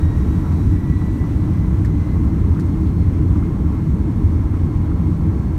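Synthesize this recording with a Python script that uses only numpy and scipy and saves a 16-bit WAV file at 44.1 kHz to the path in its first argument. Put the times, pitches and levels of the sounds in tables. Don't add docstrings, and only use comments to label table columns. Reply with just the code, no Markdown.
import sys
import numpy as np
from scipy import signal
from scipy.fft import rfft, irfft
from scipy.io import wavfile
from scipy.ndimage import uniform_filter1d

SR = 44100
rng = np.random.default_rng(int(sys.argv[2]) if len(sys.argv) > 2 else 0)


def transcribe(u):
    v = np.clip(np.atleast_2d(u).T, -1, 1)
    q = np.round(v * 32767).astype(np.int16)
    wavfile.write(sys.argv[1], SR, q)


N = 246078
T = np.arange(N) / SR


def amp(db):
    return 10 ** (np.asarray(db) / 20)


def evened(x):
    return x / np.sqrt(np.mean(np.abs(x) ** 2) + 1e-20)


def smoothed_twice(x, span, axis=-1):
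    return uniform_filter1d(uniform_filter1d(x, span, axis), span, axis)


def read(points, hz):
    f, value = np.transpose(points)
    return np.interp(np.log(hz + 1), np.log(f + 1), value)


def curve(rows, index):
    rows = np.array(rows)
    return np.interp(T, rows[:, 0], rows[:, index])


# time in seconds, rate in Hz.
FAN_SPEED = [(0.0, 1900.0), (0.8, 1965.0), (1.99, 2058.0), (2.39, 2086.0), (2.79, 2108.0), (3.59, 2148.0),
             (4.5, 2170.0), (5.58, 2174.0)]


def blade_rate():
    return curve(FAN_SPEED, index=1)


def thinning(start_db, full_db):
    hz = blade_rate()
    progress = (hz - hz[0]) / (hz[-1] - hz[0])
    return start_db + (full_db - start_db) * progress


# centre in Hz, width in Hz, lift in dB.
HULL_RESONANCES = [(46, 15, 1), (83.6, 16, 3), (153, 17, 1), (181.7, 18.6, 0.5), (315.1, 16.6, 4.5),
                   (419.7, 9, 5), (1050, 190, 0), (1328, 61, 9), (4870, 180, -2.5), (6000, 1000, -0.5),
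                   (8500, 500, 1), (10400, 500, -3), (11500, 500, 3.5)]


def hull_noise(shape, patchy_db, flicker_db, size, bands, frames_wide):
    frames, hz = 4 * N // size + 5, np.fft.rfftfreq(size, 1 / SR)
    real, imag, patches = rng.standard_normal((3, len(hz), frames))
    patches = uniform_filter1d(patches, bands, axis=0)
    patches = evened(uniform_filter1d(patches, frames_wide, axis=1))
    flicker = evened(uniform_filter1d(rng.standard_normal(frames), frames_wide))
    lift_db = sum(db / (1 + (2 * (hz - f) / width) ** 2) for f, width, db in HULL_RESONANCES)
    colour_db = (read(shape, hz) + lift_db)[:, None]
    field_db = colour_db + patchy_db * patches + flicker_db * flicker
    spectra = (real + 1j * imag) * amp(field_db)
    sound = signal.istft(spectra, nperseg=size, noverlap=3 * size // 4)[1]
    return evened(sound[:N])


def bursts(rows, rise_s, t60_s):
    size = 4096
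    out, t, hz = np.zeros(N + size), np.arange(size) / SR, np.fft.rfftfreq(size, 1 / SR)
    for start_s, db, centre_hz, octaves in rows:
        band = np.exp(-0.5 * (np.log2((hz + 1) / centre_hz) / octaves) ** 2)
        burst = evened(irfft(rfft(rng.standard_normal(size)) * band))
        envelope = np.minimum(t / rise_s, 1) * amp(db - 60 * t / t60_s)
        first = round(start_s * SR)
        out[first:first + size] += envelope * burst
    return out[:N]


# start in seconds, level in dB before the decay, centre in Hz, spread in octaves.
TRIM_TICKS = [(0.520, -49, 4000, .8), (1.846, -43.5, 5400, 0.97), (1.856, -46, 4500, .7),
              (2.544, -49, 3400, .45), (2.595, -44, 5800, 0.83), (2.604, -46, 5800, 0.49),
              (2.868, -48.5, 3400, .4), (3.371, -53, 6000, .4)]


def ticks():
    return bursts(TRIM_TICKS, rise_s=0.0028, t60_s=0.05)


# start in seconds, level in dB before the decay, centre in Hz.
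MID_BUMPS = [(0.444, -36, 1190), (0.461, -33, 1100), (0.514, -35, 1200), (1.016, -30.5, 980),
             (1.238, -35, 1000), (1.844, -33, 1600), (2.165, -37, 1200), (2.56, -36.5, 1200),
             (2.587, -32, 1290), (3.353, -34, 1100), (3.422, -35, 1110), (4.538, -32, 1140),
             (4.850, -36, 1210), (4.913, -32.5, 1260)]


def mid_bumps():
    spread_octaves = 0.29
    rows = [(*row, spread_octaves) for row in MID_BUMPS]
    return bursts(rows, rise_s=0.0037, t60_s=0.06)


HISS_START_DB, HISS_FULL_DB = -48, -51.5

# frequency in Hz, relative density in dB per Hz.
HISS_COLOUR = [(850, -21.5), (1450, -2), (2110, -2), (2680, -10.5), (4280, -14), (4820, -16.5),
               (5880, -14.5), (7610, -20), (8490, -18), (10400, -24.5), (11700, -22), (15600, -27)]


def hiss():
    bright_end_s, drop_s = 0.68, 0.04
    early = np.clip((bright_end_s - T) / drop_s, 0, 1)
    level_db = thinning(HISS_START_DB, HISS_FULL_DB) + 0.1 * early
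    sound = hull_noise(HISS_COLOUR, 0.56, 0.48, size=512, bands=16, frames_wide=24)
    sound = amp(level_db) * sound
    highpass = signal.butter(2, 8000, "high", fs=SR, output="sos")
    top = signal.sosfiltfilt(highpass, sound)
    top_lift_db = 0.4 + 2 * early * T / bright_end_s
    return sound + (amp(top_lift_db) - 1) * top


# frequency in Hz, relative density in dB per Hz.
ROAR_COLOUR = [(260, -47), (440, -10.5), (477, -2.5), (704, -7.5), (1080, -4.5), (1180, -11), (1490, -23.5),
               (1600, -16.5), (2080, -45), (3520, -120)]


def roar():
    wander_db, wander_s = 0.62, 0.15
    wander = evened(smoothed_twice(rng.standard_normal(N), round(wander_s * SR)))
    level_db = thinning(-41.5, -42) + wander_db * wander
    return amp(level_db) * hull_noise(ROAR_COLOUR, 0.33, 0.78, size=1024, bands=10, frames_wide=8)


def whistle(multiple, width_hz, steady):
    pole = np.exp(-np.pi * width_hz / SR)
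    real, imag = rng.standard_normal((2, N))
    blur = signal.lfilter([1], [1, -pole], real + 1j * imag)
    blur = evened(signal.lfilter([1], [1, -pole], blur))
    turn = np.exp(2j * np.pi * multiple * np.cumsum(blade_rate()) / SR)
    return np.sqrt(2) * (turn * (np.sqrt(steady) + np.sqrt(1 - steady) * blur)).real


# time in seconds, blade tone level in dB, level of its octave in dB.
WHINE_LEVELS = [(0.0, -51, -61), (0.3, -56, -66), (0.62, -63, -63.5), (0.78, -55, -74), (1.0, -49.5, -64),
                (1.12, -57, -70), (1.22, -50, -76), (1.36, -65, -69), (1.6, -54.5, -70), (1.8, -62, -71),
                (2.12, -51.5, -68), (2.26, -63, -70), (2.8, -60, -72), (3.02, -62, -67), (3.32, -64, -86),
                (3.45, -57, -82), (3.58, -67, -77), (3.77, -58, -76), (3.92, -65, -75), (4.68, -62.5, -73),
                (5.58, -64, -71)]
# multiple, relative level at the start in dB, relative level at full speed in dB.
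BLADE_OVERTONES = [(3, -6, -15), (4, -9, -6), (5, -8, -10)]


def fan():
    out = amp(curve(WHINE_LEVELS, index=1)) * whistle(0.99, width_hz=67, steady=0.6)
    out += amp(curve(WHINE_LEVELS, index=2)) * whistle(2, width_hz=42, steady=0.87)
    for multiple, start_db, full_db in BLADE_OVERTONES:
        wall_db = read(HISS_COLOUR, multiple * blade_rate()) + thinning(HISS_START_DB, HISS_FULL_DB)
        level_db = thinning(start_db, full_db) + wall_db
        out += amp(level_db) * whistle(multiple, width_hz=95, steady=0.03)
    return out


# frequency in Hz, relative density in dB per Hz.
RUMBLE_COLOUR = [(21, -42), (35, -9), (80, 1), (129, -6.5), (168, -5.5), (246, -13.5), (306, -11.5),
                 (386, -26), (430, -26.5), (480, -37.5), (620, -68), (1060, -120)]
# time in seconds, level in dB.
RUMBLE_LEVELS = [(0.0, -16), (0.41, -14.5), (0.6, -15.5), (1.02, -15.5), (1.12, -16), (1.5, -15.5),
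                 (1.84, -16.5), (1.93, -11.5), (2.05, -18.5), (2.2, -14), (2.9, -15.5), (3.65, -14),
                 (3.82, -17), (4.25, -14), (4.37, -16.5), (5.25, -15), (5.48, -16), (5.58, -19.5)]


def rumble():
    level = amp(curve(RUMBLE_LEVELS, index=1))
    return level * hull_noise(RUMBLE_COLOUR, 0.89, 0.23, size=4096, bands=4, frames_wide=4)


def scene():
    return (ticks() + mid_bumps() + hiss() + roar() + fan() + rumble())[None]


def record(dry):
    bass_cut_hz, edge_hz = 19.7, 15750
    bass_cut = signal.butter(6, bass_cut_hz, "high", fs=SR, output="sos")
    heard = signal.sosfilt(bass_cut, dry)
    band_limit = signal.firwin(1023, edge_hz, window=("kaiser", 9), fs=SR)
    return signal.oaconvolve(heard, band_limit[None], "same")


dry = scene()
out = record(dry)
transcribe(out)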